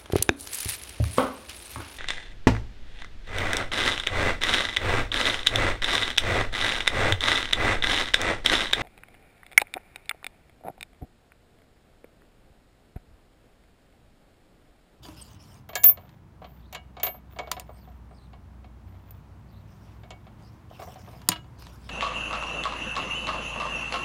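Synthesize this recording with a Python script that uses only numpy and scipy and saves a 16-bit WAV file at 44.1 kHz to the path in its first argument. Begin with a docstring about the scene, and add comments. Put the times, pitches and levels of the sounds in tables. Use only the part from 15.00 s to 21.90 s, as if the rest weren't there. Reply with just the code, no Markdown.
"""A padlock is hooked into a chain on a steel gate, close by and outdoors.
Links knock on the gate and ping very high; the lock clicks and swings against the hollow post.
Each hard blow is a crack, the ringing of the struck steel and a clatter from the loose gate.
Hand and sleeve rub with a grainy hiss, and there are a few thin squeaks.
Far off, traffic rumbles, a motor hums, a vehicle gathers speed and a small bird chirps."""
import sys
import numpy as np
from scipy import signal
from scipy.fft import rfft, irfft, next_fast_len
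from scipy.io import wavfile
from scipy.ndimage import uniform_filter1d, map_coordinates

SR = 44100
rng = np.random.default_rng(int(sys.argv[2]) if len(sys.argv) > 2 else 0)


def materialize(psi):
    """Save the field psi as 16-bit PCM at rate SR to the path in sys.argv[1].

    A 1-D psi becomes a single channel; in a 2-D psi each row is a channel.
    """
    bounded = np.clip(np.atleast_2d(psi).T, -1, 1)
    quanta = np.round(bounded * 32767).astype(np.int16)
    wavfile.write(sys.argv[1], SR, quanta)


N = 304455
TOP_HZ = 15900  # upper edge of the treble

# The tone colour of a soft, low rush. Each row: frequency in Hz, level in dB.
RUSH_COLOUR = [(200, -22.5), (300, -1), (470, -10), (950, -8), (1500, -15.5), (2600, -23), (4000, -28),
               (7000, -34), (12500, -37.5), (16000, -38)]
# The tone colour of the gate's clatter. Each row: frequency in Hz, level in dB.
GATE_COLOUR = [(150, -9), (330, -1), (560, 2), (720, 12), (860, -5.5), (1150, 0), (1450, -9.5), (1700, -4),
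               (2500, -2.5), (4100, -5), (5400, -12.5), (7000, -1.5), (9000, -18), (16000, -8.5)]
# The lock's modes (the tones it rings with). Each row: pitch in Hz, level in dB, ring time in seconds.
LOCK_TONES = [(985, -2.5, 0.17), (972, 19, 0.011), (1905, -6, 0.038), (2625, -19.5, 0.12),
              (4030, -10.5, 0.031), (4700, 4.5, 0.026), (5270, -16, 0.17), (6120, 3, 0.015),
              (6820, -1.5, 0.048), (8260, -3, .03), (9010, -10.5, 0.12), (9100, -14.5, 0.014),
              (10500, -17, 0.026), (15200, -21, .03)]
# The three high tones of a link in Hz, lowest first.
LINK_TONES_HZ = [13390, 13915, 14816]
# Spells when links slide on each other. Each row: start in seconds, length in seconds, strength in dB.
LINK_SLIDES = [(0.85, 0.28, -67.5), (1.4, 0.18, -68.5), (1.92, .25, -70.5), (2.3, .3, -62),
               (2.66, .26, -69.5), (3.86, 0.27, -69.5), (4.5, 0.76, -73.5), (5.75, 0.57, -64)]


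def amp(db):
    """Turn decibels into a gain."""
    return 10 ** (np.asarray(db) / 20)


def unit(x):
    """Scale a sound to an average (rms) level of 1."""
    return x / np.sqrt(np.mean(x ** 2) + 1e-20)


def seconds(length):
    """The time of each sample, in seconds."""
    return np.arange(int(length * SR)) / SR


def wobble(rate, size=N):
    """A smooth curve through `rate` random points a second."""
    points = rng.standard_normal(int(size * rate / SR) + 4)
    return map_coordinates(points, [np.arange(size) * rate / SR])


def noise(colour, size=N):
    """Noise shaped by rows of frequency in Hz and level in dB."""
    hz, db = np.transpose(colour)
    padded = next_fast_len(size)
    gain = amp(np.interp(np.log(np.fft.rfftfreq(padded, 1 / SR) + 1), np.log(hz), db))
    return unit(irfft(rfft(rng.standard_normal(padded)) * gain, padded)[:size])


def fade(t, t60):
    """Die away by 60 dB in t60 seconds, the ring time."""
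    return np.exp(-np.log(1000) * t / t60)


def add(track, start, sound):
    """Mix a sound into the track at `start` seconds."""
    part = track[max(round(start * SR), 0):][:len(sound)]
    part += sound[:len(part)]


def ring(modes, t, scatter_db=3.0, shift=0):
    """Fading tones, a little different at every blow; `shift` lets the grip nudge their pitch."""
    draws = rng.standard_normal((len(modes), 3))
    out = np.zeros(len(t))
    for (hz, db, t60), (size, grip, phase) in zip(modes, draws):
        tone = np.sin(2 * np.pi * (hz * (1 + shift * grip) * t + phase))
        out += amp(db + scatter_db * size) * fade(t, t60) * tone
    return out


def grit(rate, spread_db):
    """Tiny random slips, about `rate` a second, some larger than the rest."""
    slips = rng.random(N) < rate / SR
    sizes = amp(spread_db * np.minimum(rng.exponential(size=N), 3))
    return slips * sizes * rng.choice([-1, 1], size=N)


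def movements(rows, attack_s=0.014, release_s=0.087):
    """A loudness curve in which each movement swells, holds and dies away."""
    t = np.arange(N) / SR
    return sum(amp(db) * np.clip((t - start) / attack_s, 0, 1)
               * np.clip(1 - (t - start - length) / release_s, 0, 1) for start, length, db in rows)


def whistle(hz, blur_hz):
    """A thin, raspy tone with a trembling pitch; it swells and fades."""
    pitch = hz + blur_hz * wobble(1200, size=len(hz))
    rasp = wobble(500, size=len(hz))
    return np.hanning(len(hz)) ** .5 * rasp * np.sin(2 * np.pi * np.cumsum(pitch) / SR)


def drone(hz):
    """A tone whose pitch wanders slightly."""
    return np.sin(2 * np.pi * np.cumsum(hz + 0.75 * wobble(9.8)) / SR)


def traffic():
    """A far road rumbles and rushes, slowly getting busier."""
    # The deep rumble. Each row: frequency in Hz, level in dB.
    rumble_colour = [(13, -68.5), (22, -34), (41, -8.5), (64, -3.5), (92, 1), (225, -8), (286, -18.5),
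                     (328, -28), (377, -29), (450, -41.5), (580, -78), (990, -120)]
    t = np.arange(N) / SR
    rumble = amp(-52.5 + .5 * t) * noise(rumble_colour)
    rush = amp(-62.5 + 0.7066 * t + 0.3 * wobble(12)) * noise(RUSH_COLOUR)
    return rumble + rush


def motor(hum_hz=62.4):
    """A far motor hums on one low note; its level dips twice."""
    # The hum's loudness. Each row: time in seconds, level in dB.
    hum_levels = [(0.0, -51), (1.1, -64), (1.45, -49.5), (3.2, -47), (5.25, -51.5), (5.67, -64),
                  (6.2, -50.5), (6.9, -46.5)]
    level_db = np.interp(np.arange(N) / SR, *np.transpose(hum_levels))
    return amp(level_db + 1.2 * wobble(4)) * drone(hum_hz)


def vehicle(idle_hz=72.3, climb_hz_per_s=11.5, pull_away_s=2.1, rev_up_s=1.7, nearest_s=4.5, pass_s=1.1):
    """An engine idles, then fires faster and harder; it is loudest as it passes nearest."""
    t = np.arange(N) / SR
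    driving_s = np.maximum(t - pull_away_s, 0)
    effort_db = -19.5 * (1 - np.minimum(driving_s / rev_up_s, 1))
    distance_db = -10 * np.log10(1 + ((t - nearest_s) / pass_s) ** 2)
    gain = amp(-50 + effort_db + distance_db + 2.9 * wobble(12))
    return gain * drone(idle_hz + climb_hz_per_s * driving_s)


def bird(gain_db=-1, rise_s=0.029, fall_s=.14, bend=0.08):
    """A far bird repeats one call: a quick rise in pitch and a longer fall."""
    # The calls. Each row: start in seconds, strength in dB.
    calls = [(1.58, -66.5), (2.73, -65.5), (3.118, -62.5), (4.472, -63.5), (6.55, -58)]
    # A call's pitch in Hz at its start, top and end.
    call_hz = (4240, 4850, 3060)
    out, length = np.zeros(N), rise_s + fall_s
    pitch = np.interp(seconds(length), [0, rise_s, length], call_hz)
    for start, db in calls:
        bent = pitch * (1 + bend * wobble(25.6, size=len(pitch)))
        add(out, start, amp(db + gain_db) * whistle(bent, blur_hz=268))
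    return out


def squeaks(gain_db=-1, pitch_hz=8530):
    """Thin, high squeaks, all on one pitch."""
    # The squeaks. Each row: start in seconds, length in seconds, strength in dB.
    events = [(0.21, 0.023, -39.5), (2.713, 0.093, -64), (3.06, 0.25, -72)]
    out = np.zeros(N)
    for start, length, db in events:
        pitch = np.full(len(seconds(length)), pitch_hz)
        add(out, start, amp(db + gain_db) * whistle(pitch, blur_hz=250))
    return out


def rubbing(grain_db=1.5, patchy_db=5.0, ticks_db=-11, murmur_db=-3, firm_db=-62, brightening=0.69):
    """Skin and cloth slide with a grainy hiss, small slips tick in the lock, and the gate murmurs."""
    # The hiss of cloth. Each row: frequency in Hz, level in dB.
    cloth_colour = [(1200, -2), (2000, -8.5), (3000, 0.5), (4100, -9), (5200, -2), (7000, -13), (8800, -13),
                    (11500, -15.5), (13800, -14), (16000, -16.5)]
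    # Strokes over the lock. Each row: start in seconds, length in seconds, strength in dB.
    strokes = [(0.02, 0.096, -55), (0.16, 0.16, -57), (0.39, 0.17, -59.5), (4.67, 0.25, -69),
               (5.38, 0.16, -66.5), (5.69, 0.066, -61.5), (5.79, 0.13, -56.5), (5.98, 0.25, -61.5),
               (6.58, 0.11, -59), (6.72, .18, -62)]
    # Make the hiss patchy in both pitch and time.
    spectrum = signal.stft(noise(cloth_colour), nperseg=512)[2]
    patches = uniform_filter1d(rng.standard_normal(spectrum.shape), size=9, axis=0)
    patches = uniform_filter1d(patches, size=9, axis=1)
    hiss = signal.istft(spectrum * amp(patchy_db * unit(patches)), nperseg=512)[1][:N]
    # The palm damps the lock, so only its high tones answer, briefly.
    held = [(hz, db, t60 / 2) for hz, db, t60 in LOCK_TONES if hz > 2500]
    ticks = sum(signal.oaconvolve(grit(rate=45, spread_db=8.0),
                                  ring(held, seconds(.05), scatter_db=4.5))[:N] for _ in range(4))
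    slide = unit(hiss * amp(grain_db * wobble(400))) + amp(ticks_db) * unit(ticks)
    murmur = unit(noise(RUSH_COLOUR) * amp(1.3 * wobble(21)))
    # Firmer rubbing is brighter as well as louder.
    effort = movements(strokes) * amp(1.1 * wobble(14))
    treble = signal.sosfiltfilt(signal.butter(2, 7000, "high", fs=SR, output="sos"), slide)
    slide = slide - treble + treble * (effort / amp(firm_db)) ** brightening
    return effort * (slide + amp(murmur_db) * murmur)


def gate_nudges(gain_db=3):
    """While the chain shifts, its links keep nudging the gate."""
    t = seconds(0.1)
    nudges = sum(signal.oaconvolve(grit(rate=25, spread_db=2),
                                   noise(GATE_COLOUR, size=len(t)) * fade(t, 0.02))[:N] for _ in range(4))
    dull = signal.sosfilt(signal.butter(2, 2800, fs=SR, output="sos"), nudges)
    return amp(gain_db) * movements(LINK_SLIDES) * unit(dull)


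def link_shimmer(gain_db=-5):
    """Sliding links catch and slip in short spells, which keeps their high tones softly ringing."""
    slips = lambda hz: signal.oaconvolve(grit(rate=400, spread_db=2), ring([(hz, 0, .035)], seconds(.1)))
    spells = lambda: amp(6 * np.tanh(1.5 * wobble(9)))
    shimmer = spells() * sum(unit(slips(hz)[:N]) * spells() for hz in LINK_TONES_HZ)
    return amp(gain_db) * movements(LINK_SLIDES) * unit(shimmer)


def fence_buzz(blows, gain_db=-31.5, t60=0.36):
    """After every blow the gate and its wire mesh go on buzzing softly."""
    t = seconds(.5)
    tail = noise(GATE_COLOUR, size=len(t)) * fade(t, t60)
    return amp(gain_db) * signal.fftconvolve(blows, tail / np.linalg.norm(tail))[:N]


def soft_blows(rows, modes, attack_s=.001):
    """Soft blows ring a few tones with no crack."""
    out, t = np.zeros(N), seconds(.4)
    for start, db in rows:
        add(out, start, amp(db) * ring(modes, t) * (1 - np.exp(-t / attack_s)))
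    return out


def post_thuds():
    """Weight thrown against the post makes a low thud."""
    # The bumps. Each row: start in seconds, strength in dB.
    bumps = [(0.086, -50.5), (6.289, -37)]
    # The thud's tones. Each row: pitch in Hz, level in dB, ring time in seconds.
    tones = [(103, -1.5, 0.39), (178, 4.5, 0.12), (286, 10, 0.082), (315, -0.5, 0.28), (606, -5, 0.42)]
    return soft_blows(bumps, tones)


def anchor_bolt():
    """The chain jerks its anchor bolt, which rings."""
    # The jerks. Each row: start in seconds, strength in dB.
    jerks = [(0.757, -31), (0.843, -40)]
    # The bolt's tones. Each row: pitch in Hz, level in dB, ring time in seconds.
    tones = [(1657, 0, .17), (1705, -2, .07), (1751, -1, .17)]
    return soft_blows(jerks, tones)


def shackle():
    """The lock's open steel loop rings with two close tones."""
    # Taps on the loop. Each row: start in seconds, strength in dB.
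    taps = [(2.067, -57), (2.389, -39), (5.105, -49.5)]
    # Its tones. Each row: pitch in Hz, level in dB, ring time in seconds.
    tones = [(2195, -6, .13), (2242, 0, .22)]
    return soft_blows(taps, tones)


def hard_blows(rows, modes, crack_t60, ring_db, clatter_db, knock_db, clank_db, tick_db, bright_hz):
    """Steel hits steel: a crack, the struck part's ringing and the clatter of the loose gate."""
    # Low knock, middle clank and high tick; the heavy parts answer later.
    # Each row: bottom and top in Hz, clatter ring time in seconds, rise time in seconds.
    bands = [(319, 1370, 0.14, 0.0013), (1210, 4600, 0.086, 0.00075), (5040, 20000, 0.055, 0.00037)]
    # How many dB knock, clank and tick gain for each dB of hardness.
    slopes = (0, 0.89, 2.83)
    out, t = np.zeros(N), seconds(.4)
    onset = t < .012  # each band's level is set over this first moment
    for start, strength_db, hardness_db in rows:
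        # A hard blow is over sooner and shakes the gate less.
        shortening = min(amp(-0.45 * hardness_db), 1)
        crack = rng.standard_normal(len(t)) * fade(t, crack_t60 * shortening)
        ringing = amp(ring_db) * ring(modes, t, scatter_db=2.5, shift=0.0044)
        clatter = amp(clatter_db - 0.083 * hardness_db) * noise(GATE_COLOUR, size=len(t))
        # A gentle touch lasts longer, so its treble ends lower.
        top_hz = np.clip(bright_hz * amp(hardness_db * 0.8), 6500, TOP_HZ)
        for (low, high, t60, rise), db, slope in zip(bands, (knock_db, clank_db, tick_db), slopes):
            band = signal.butter(4, [low, min(high, top_hz)], "band", fs=SR, output="sos")
            swell = 1 - np.exp(-(t / rise) ** 2)
            part = signal.sosfilt(band, (crack + ringing + clatter * fade(t, t60)) * swell)
            part /= np.sqrt(np.mean(part[onset] ** 2))
            add(out, start, amp(strength_db + db + slope * hardness_db) * part)
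    return out


def post_clanks():
    """The lock, and once a link, swing against the hollow post, which clanks."""
    # The blows. Each row: start in seconds, strength in dB, hardness in dB.
    blows = [(1.747, -43.5, 0.5), (6.317, -36.5, 2), (6.358, -41.5, -7.5), (6.89, -41.5, -2.5)]
    # The post's tones. Each row: pitch in Hz, level in dB, ring time in seconds.
    tones = [(610, 11.5, .25), (965, 11, 0.16), (1305, 3, 0.16), (1630, 1, 0.18), (2190, -3, .15),
             (2340, -19, 0.096), (2900, 7.5, 0.18), (2855, -2.5, 0.2), (3310, 4, 0.082), (3440, -3, 0.099),
             (4060, -4.5, 0.11), (4500, 0, .07)]
    return hard_blows(blows, tones, crack_t60=0.013, ring_db=-16, clatter_db=1.5,
                      knock_db=-8, clank_db=5.5, tick_db=-12, bright_hz=13500)


def link_pings(beat_hz=38, damped_t60=0.09, upper_life=0.47, pair_db=-2, tick_db=-2, tick_t60=0.022):
    """A loose link ticks and rings until it is touched; its upper tones die sooner."""
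    # The pings. Each row: start in seconds, strength in dB, middle tone in dB against the low one,
    # seconds until touched, the low tone's free ring time in seconds.
    pings = [(0.69, -51, -1, 0.071, 0.25), (0.753, -42.5, -2, 0.14, 2.3), (0.8414, -10, -7, 0.058, 1.8),
             (1.727, -48.5, -7, .02, .15), (2.033, -21.5, -15, 0.14, 0.26), (2.514, -50, 0, 0.057, 0.22),
             (4.108, -51, 9, 0.023, 0.074)]
    out, t = np.zeros(N), seconds(.5)
    low_hz, middle_hz, high_hz = LINK_TONES_HZ
    tone = lambda hz: np.sin(2 * np.pi * hz * t)
    pair = tone(high_hz - beat_hz / 2) + tone(high_hz + beat_hz / 2)  # two close tones flutter
    treble = signal.butter(4, [6500, TOP_HZ], "band", fs=SR, output="sos")
    for start, db, middle_db, free_s, t60 in pings:
        upper = amp(middle_db) * tone(middle_hz) + amp(pair_db) * pair
        ringing = tone(low_hz) * fade(t, t60) + upper * fade(t, upper_life * t60)
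        tick = amp(tick_db) * signal.sosfilt(treble, rng.standard_normal(len(t))) * fade(t, tick_t60)
        damping = fade(np.maximum(t - free_s, 0), damped_t60)
        add(out, start, amp(db) * (tick + ringing) * damping)
    return out


def chain_knocks():
    """Links knock on the gate and make it clatter."""
    # The knocks. Each row: start in seconds, strength in dB, hardness in dB.
    knocks = [(0.69, -36.5, -4.5), (0.731, -35, -6.5), (0.754, -27, 3.5), (0.763, -34, -8),
              (0.835, -33.5, 6.5), (0.842, -34, 4), (0.889, -35.5, 0), (0.972, -40, -5.5),
              (1.033, -46.5, -23.5), (1.417, -35.5, -21), (1.443, -37, -7.5), (1.726, -37.5, -0.5),
              (1.75, -36, -0.5), (1.967, -35.5, -8), (1.998, -36, -3), (2.031, -26.5, 0),
              (2.048, -34.5, -2.5), (2.066, -25.5, -2.5), (2.142, -39, -21), (2.361, -37, -13.5),
              (2.387, -26, -4), (2.433, -39, -15), (2.472, -34.5, -11), (2.566, -30.5, -10.5),
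              (2.691, -35.5, -24), (2.872, -42.5, -33), (3.109, -44.5, -21), (3.331, -43, -9),
              (3.643, -44, -9), (5.033, -44.5, -5.5), (5.105, -36.5, -2), (5.267, -45, -7.5),
              (5.709, -38, -39), (5.792, -32.5, -17), (5.818, -31.5, -13), (5.871, -37.5, -31),
              (5.957, -39, -13), (6.074, -39, -20.5), (6.13, -43, -14), (6.289, -28, -11)]
    # The tones they ring. Each row: pitch in Hz, level in dB, ring time in seconds.
    tones = [(687, -1.5, 0.12), (744.6, 0, 0.149), (977.6, -6, .16), (1216, -13.5, 0.04), (1647, -12, 0.17),
             (1864, -21.5, 0.087), (2237, -0.5, 0.2), (2810, -6.5, 0.16), (3160, -7.5, 0.14),
             (3680, -9.5, .08), (4310, -9, 0.027), (4470, -12.5, .09), (6970, -6, .09), (7040, -10, .16)]
    return hard_blows(knocks, tones, crack_t60=0.014, ring_db=-12.5, clatter_db=-1.5,
                      knock_db=-8, clank_db=-8, tick_db=-13.5, bright_hz=12700)


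def padlock_clicks():
    """The padlock clicks sharply and barely shakes the gate."""
    # The clicks. Each row: start in seconds, strength in dB, hardness in dB.
    clicks = [(0.052, -42.5, -7.5), (0.085, -46, -5.5), (1.092, -56, -1.5), (2.515, -29.5, 3.5),
              (2.597, -46.5, 5.5), (4.107, -59.5, -2), (6.216, -51, -1), (6.288, -28.5, 8),
              (6.443, -52, -12), (6.622, -50, 0), (6.667, -45.5, -2)]
    return hard_blows(clicks, LOCK_TONES, crack_t60=0.016, ring_db=-19.5, clatter_db=-17.5,
                      knock_db=-8, clank_db=-4.5, tick_db=-11.5, bright_hz=15000)


def scene():
    """Mix the steel, the hand and the far sounds into one channel."""
    steel = chain_knocks() + padlock_clicks() + post_clanks() + anchor_bolt() + shackle() + post_thuds()
    near = steel + fence_buzz(steel) + link_pings() + link_shimmer() + gate_nudges() + rubbing()
    return (near + bird() + squeaks() + motor() + vehicle() + traffic())[None]


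def record(dry):
    """A phone cuts off the treble steeply above TOP_HZ."""
    padded = next_fast_len(N + SR // 2)
    hz = np.fft.rfftfreq(padded, 1 / SR)
    return irfft(rfft(dry, padded) / np.sqrt(1 + (hz / TOP_HZ) ** 160), padded)[:, :N]


dry = scene()
out = record(dry)
materialize(out)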